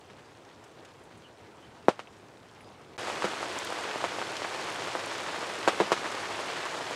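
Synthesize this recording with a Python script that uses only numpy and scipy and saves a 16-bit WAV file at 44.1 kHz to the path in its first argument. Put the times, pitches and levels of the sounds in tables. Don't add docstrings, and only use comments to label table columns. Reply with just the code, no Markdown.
import sys
import numpy as np
from scipy import signal
from scipy.fft import rfft, irfft
from scipy.io import wavfile
from scipy.ndimage import uniform_filter1d

SR = 44100
rng = np.random.default_rng(int(sys.argv[2]) if len(sys.argv) > 2 else 0)


def log_audio(samples):
    frames = np.atleast_2d(samples).T
    limited = np.clip(frames, -1, 1)
    pcm = np.round(limited * 32767).astype(np.int16)
    wavfile.write(sys.argv[1], SR, pcm)


N = 306495
DRIZZLE_END_S, SHOWER_START_S = 2.970, 2.979


def fat_drops(mix, ring_ratio=0.27):
    # start in seconds, level in dB, pitch in Hz, relative ring in dB, relative spray in dB.
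    drips = [(0.1003, -40.5, 3600, -18, -14), (0.1852, -43, 3400, -18, -13), (.849, -42, 5000, -22, -14),
             (1.884, -2, 1420, -27, -31.5), (1.9931, -25, 2200, -19, -20), (3.2227, -18.5, 3170, -23, -23),
             (3.243, -16.5, 1320, -1.5, -16), (3.429, -20, 2310, -18, -21), (3.958, -19.5, 1760, -29, -28),
             (4.0411, -13, 2240, -9.5, -22.5), (4.2161, -20, 2360, -14, -21),
             (4.4198, -20.5, 2300, -23, -26), (4.448, -20, 2340, -23, -27), (4.9519, -16.5, 2050, -42, -41),
             (5.6765, -7, 1920, -2.5, -18), (5.8016, -10.5, 1590, 3, -21), (5.9184, -10, 1720, -6.5, -15.5)]
    for start, db, hz, ring_db, spray_db in drips:
        echo_db = -0.5 + 0.35 * ring_db
        add(mix, start, amp(db) * drop(hz, ring_db, ring_ratio * hz, echo_db, spray_db))


def drop(hz, ring_db, ring_hz, echo_db, spray_db, slap_s=0.0067, slap_db=-7, slap_ratio=1.9):
    t = seconds(size=5000)
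    hit = swing(t, hz)
    echo = signal.fftconvolve(hit, hide_echo(t))[:len(t)]
    echo = high_passed(echo, hz=456)
    echo += amp(slap_db) * swing(t - slap_s, slap_ratio * hz)
    cloth = hit + amp(ring_db) * roof_ring(t, ring_hz) + amp(echo_db) * echo
    cloth = high_passed(cloth, hz=116)
    return softened(cloth, hz=9100) + amp(spray_db) * spray(t)


def swing(t, hz, sag=1.07):
    cycles = np.log1p(sag * hz * np.maximum(t, 0)) / sag
    envelope = np.exp(-((cycles - .65) / .85) ** 2)
    return -np.sin(2 * np.pi * cycles) * envelope


def roof_ring(t, centre_hz, octaves=0.63, delay_s=0.0012, rise_s=0.0043):
    # frequency of a roof mode in Hz, level in dB, time to decay by 60 dB in seconds.
    modes = [(173, -32, 0.13), (200, -5, 0.11), (352, -1.5, 0.055), (415, 1, 0.04), (505, 2.5, 0.027),
             (590, -2, 0.02), (724, -27, 0.029), (997, 8.5, 0.032), (1267, -16, 0.08), (1534, 2.5, 0.063),
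             (1910, -20, 0.037), (2730, -13, .045)]
    age = np.maximum(t - delay_s, 0)
    ring = np.zeros(len(t))
    for hz, db, t60 in modes:
        excitation = np.exp(-.5 * (np.log2(hz / centre_hz) / octaves) ** 2)
        ring += excitation * amp(db - 60 * age / t60) * np.sin(2 * np.pi * hz * age)
    onset = 1 - np.exp(-(age / rise_s) ** 2)
    return -ring * onset


def spray(t, burst_s=.0072, burst_db=1, burst_t60=0.045, splash_t60=0.12, mist_db=-13, mist_t60=0.25):
    # frequency in Hz, relative spectral density in dB.
    spectrum = [(300, -34), (1200, 7), (3200, 2), (5500, -7), (8000, -10.5), (11000, -23), (15500, -47)]
    splash = amp(-60 * t / splash_t60)
    burst = amp(burst_db - 60 * np.abs(t - burst_s) / burst_t60) * (t > burst_s)
    mist = amp(mist_db - 60 * t / mist_t60)
    fizz = unit(coloured(rng.standard_normal(len(t)), spectrum))
    return fizz * np.sqrt(splash ** 2 + burst ** 2 + mist ** 2)


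def hide_echo(t, delay_s=0.0041, t60=0.085):
    build_up = np.minimum(t / delay_s, 1) ** 2
    taps = rng.choice([-1., 1.], len(t)) * (rng.random(len(t)) < .25)
    taps = taps * build_up * amp(-60 * t / t60)
    return taps / np.linalg.norm(taps)


def shower():
    # frequency in Hz, relative spectral density in dB.
    spectrum = [(20, -37.0), (45, -48), (70, -25), (95, -3.5), (150, -7.5), (240, -7), (340, 2),
                (900, -0.5), (1600, -3.5), (3000, -8.5), (5000, -13), (8300, -19.5), (12000, -34),
                (15300, -49.5)]
    field = amp(-38) * wash(spectrum, patchy_db=0.5, flicker_db=0.18)
    roof = patter(per_s=260, spread_db=5.5, low_hz=1806, high_hz=7160, echo_db=-5, spray_db=-21)
    leaves = crackle(per_s=260, spread_db=1.5, low_hz=2210, high_hz=8100, t60=0.0086)
    return field + amp(-40) * roof + amp(-49) * leaves


def drizzle():
    # frequency in Hz, relative spectral density in dB.
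    spectrum = [(20, -23), (45, -23), (70, -9.5), (100, 2.5), (170, -2.5), (250, -2.5), (370, 1.5),
                (550, -2), (900, -4), (2000, -15), (4500, -21.5), (8300, -27.0), (12000, -38.0),
                (15300, -44.5)]
    field = amp(-53) * wash(spectrum, patchy_db=1.34, flicker_db=0.3)
    roof = patter(per_s=150, spread_db=1.5, low_hz=2980, high_hz=7200, echo_db=0, spray_db=-21)
    leaves = crackle(per_s=100, spread_db=1, low_hz=2520, high_hz=9000, t60=0.0048)
    return field + amp(-62.5) * roof + amp(-70.5) * leaves


def patter(per_s, spread_db, low_hz, high_hz, echo_db, spray_db, ring_db=-18, count=28):
    sounds = [np.sqrt(low_hz / hz) * drop(hz, ring_db, rng.uniform(300, 1340), echo_db, spray_db)
              for hz in np.geomspace(low_hz, high_hz, count)]
    return scatter(sounds, per_s, spread_db)


def splashes(mix, faint_db=-55, faint_t60=0.048, halving_db=10.5):
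    # start in seconds, initial level in dB, centre frequency in Hz, half width in octaves.
    impacts = [(.640, -55, 6600, .45), (.850, -54, 6000, 0.43), (1.037, -64, 8600, .3),
               (1.175, -63, 8000, .3), (2.072, -47, 2670, .2), (2.606, -48, 2190, .25),
               (2.607, -63, 10200, .12), (3.588, -25.5, 7100, .2), (3.587, -49, 12000, .4),
               (3.6475, -40, 9100, .45), (4.368, -28, 3800, 0.46), (5.06, -38, 7500, .4)]
    for start, db, hz, octaves in impacts:
        t60 = faint_t60 * 2 ** ((faint_db - db) / halving_db)
        add(mix, start, amp(db) * tick(hz, octaves, t60))


def tick(hz, octaves, t60):
    t = seconds(size=5000)
    edges = np.minimum(hz * 2. ** np.array([-octaves, octaves]), [SR / 3, SR / 2.2])
    band = signal.butter(2, edges, "bandpass", fs=SR, output="sos")
    fizz = rng.standard_normal(len(t)) * amp(-60 * t / t60)
    power_share = 2 * (edges[1] - edges[0]) / SR
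    return signal.sosfilt(band, fizz) / np.sqrt(power_share)


def crackle(per_s, spread_db, low_hz, high_hz, t60, count=24):
    sounds = [low_hz / hz * tick(hz, octaves=0.51, t60=t60 * rng.uniform(0.21, 2.7))
              for hz in np.geomspace(low_hz, high_hz, count)]
    return softened(scatter(sounds, per_s, spread_db), hz=11000)


def wash(spectrum, patchy_db, flicker_db):
    hz = np.fft.rfftfreq(2048, 1 / SR)
    frames = N // 512 + 6
    real, imag, patches = rng.standard_normal((3, frames, len(hz)))
    patches = uniform_filter1d(patches, size=5, axis=0)
    patches = unit(uniform_filter1d(patches, size=30, axis=1))
    flicker = unit(uniform_filter1d(rng.standard_normal((frames, 1)), size=5, axis=0))
    level_db = spectrum_db(spectrum, hz) + patchy_db * patches + flicker_db * flicker
    field = (real + 1j * imag) * amp(level_db)
    return unit(signal.istft(field.T, nperseg=2048, noverlap=1536)[1][:N])


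def bird(mix, note_s=0.056, blur_hz=120):
    # start in seconds, peak level in dB, starting pitch in Hz, glide in Hz per second.
    peeps = [(.228, -66, 4650, 1900), (1.229, -53.5, 3220, -8500), (1.615, -57, 3030, 0),
             (2.635, -64, 4840, 2000)]
    t = seconds(size=round(note_s * SR))
    envelope = np.sin(np.pi * t / note_s)
    for start, db, start_hz, glide in peeps:
        jitter = unit(uniform_filter1d(rng.standard_normal(SR), size=60))[:len(t)]
        hz = start_hz + glide * t + blur_hz * jitter
        add(mix, start, amp(db) * envelope * np.sin(2 * np.pi * np.cumsum(hz) / SR))


def scatter(sounds, per_s, spread_db):
    out = np.zeros(N)
    for sound in sounds:
        chance, size = rng.random((2, N))
        hits = np.flatnonzero(chance < per_s / len(sounds) / SR)
        levels_db = spread_db * np.minimum(-np.log(size[hits]), 2.8)
        for i, gain in zip(hits, amp(levels_db)):
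            add(out, i / SR, gain * sound)
    return unit(out)


def softened(x, hz):
    return signal.sosfilt(signal.butter(4, hz, fs=SR, output="sos"), x)


def high_passed(x, hz):
    return signal.sosfilt(signal.butter(2, hz, "highpass", fs=SR, output="sos"), x)


def coloured(x, spectrum):
    hz = np.fft.rfftfreq(len(x), 1 / SR)
    return irfft(rfft(x) * amp(spectrum_db(spectrum, hz)), len(x))


def spectrum_db(points, hz):
    point_hz, db = np.transpose(points)
    return np.interp(np.log(hz + 1), np.log(point_hz + 1), db)


def amp(db):
    return 10 ** (np.asarray(db) / 20)


def unit(x):
    return x / np.sqrt(np.mean(x ** 2) + 1e-20)


def seconds(size):
    return np.arange(size) / SR


def add(mix, start_s, sound):
    part = mix[round(start_s * SR):][:len(sound)]
    part += sound[:len(part)]


def scene():
    t = seconds(size=N)
    mix = drizzle() * (t < DRIZZLE_END_S) + shower() * (t > SHOWER_START_S)
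    fat_drops(mix)
    splashes(mix)
    bird(mix)
    return mix[None]


def record(dry):
    edge_hz = 15750
    low_pass = signal.firwin(511, edge_hz, window=("kaiser", 9), fs=SR)
    return signal.oaconvolve(dry, low_pass[None], "same")


dry = scene()
out = record(dry)
log_audio(out)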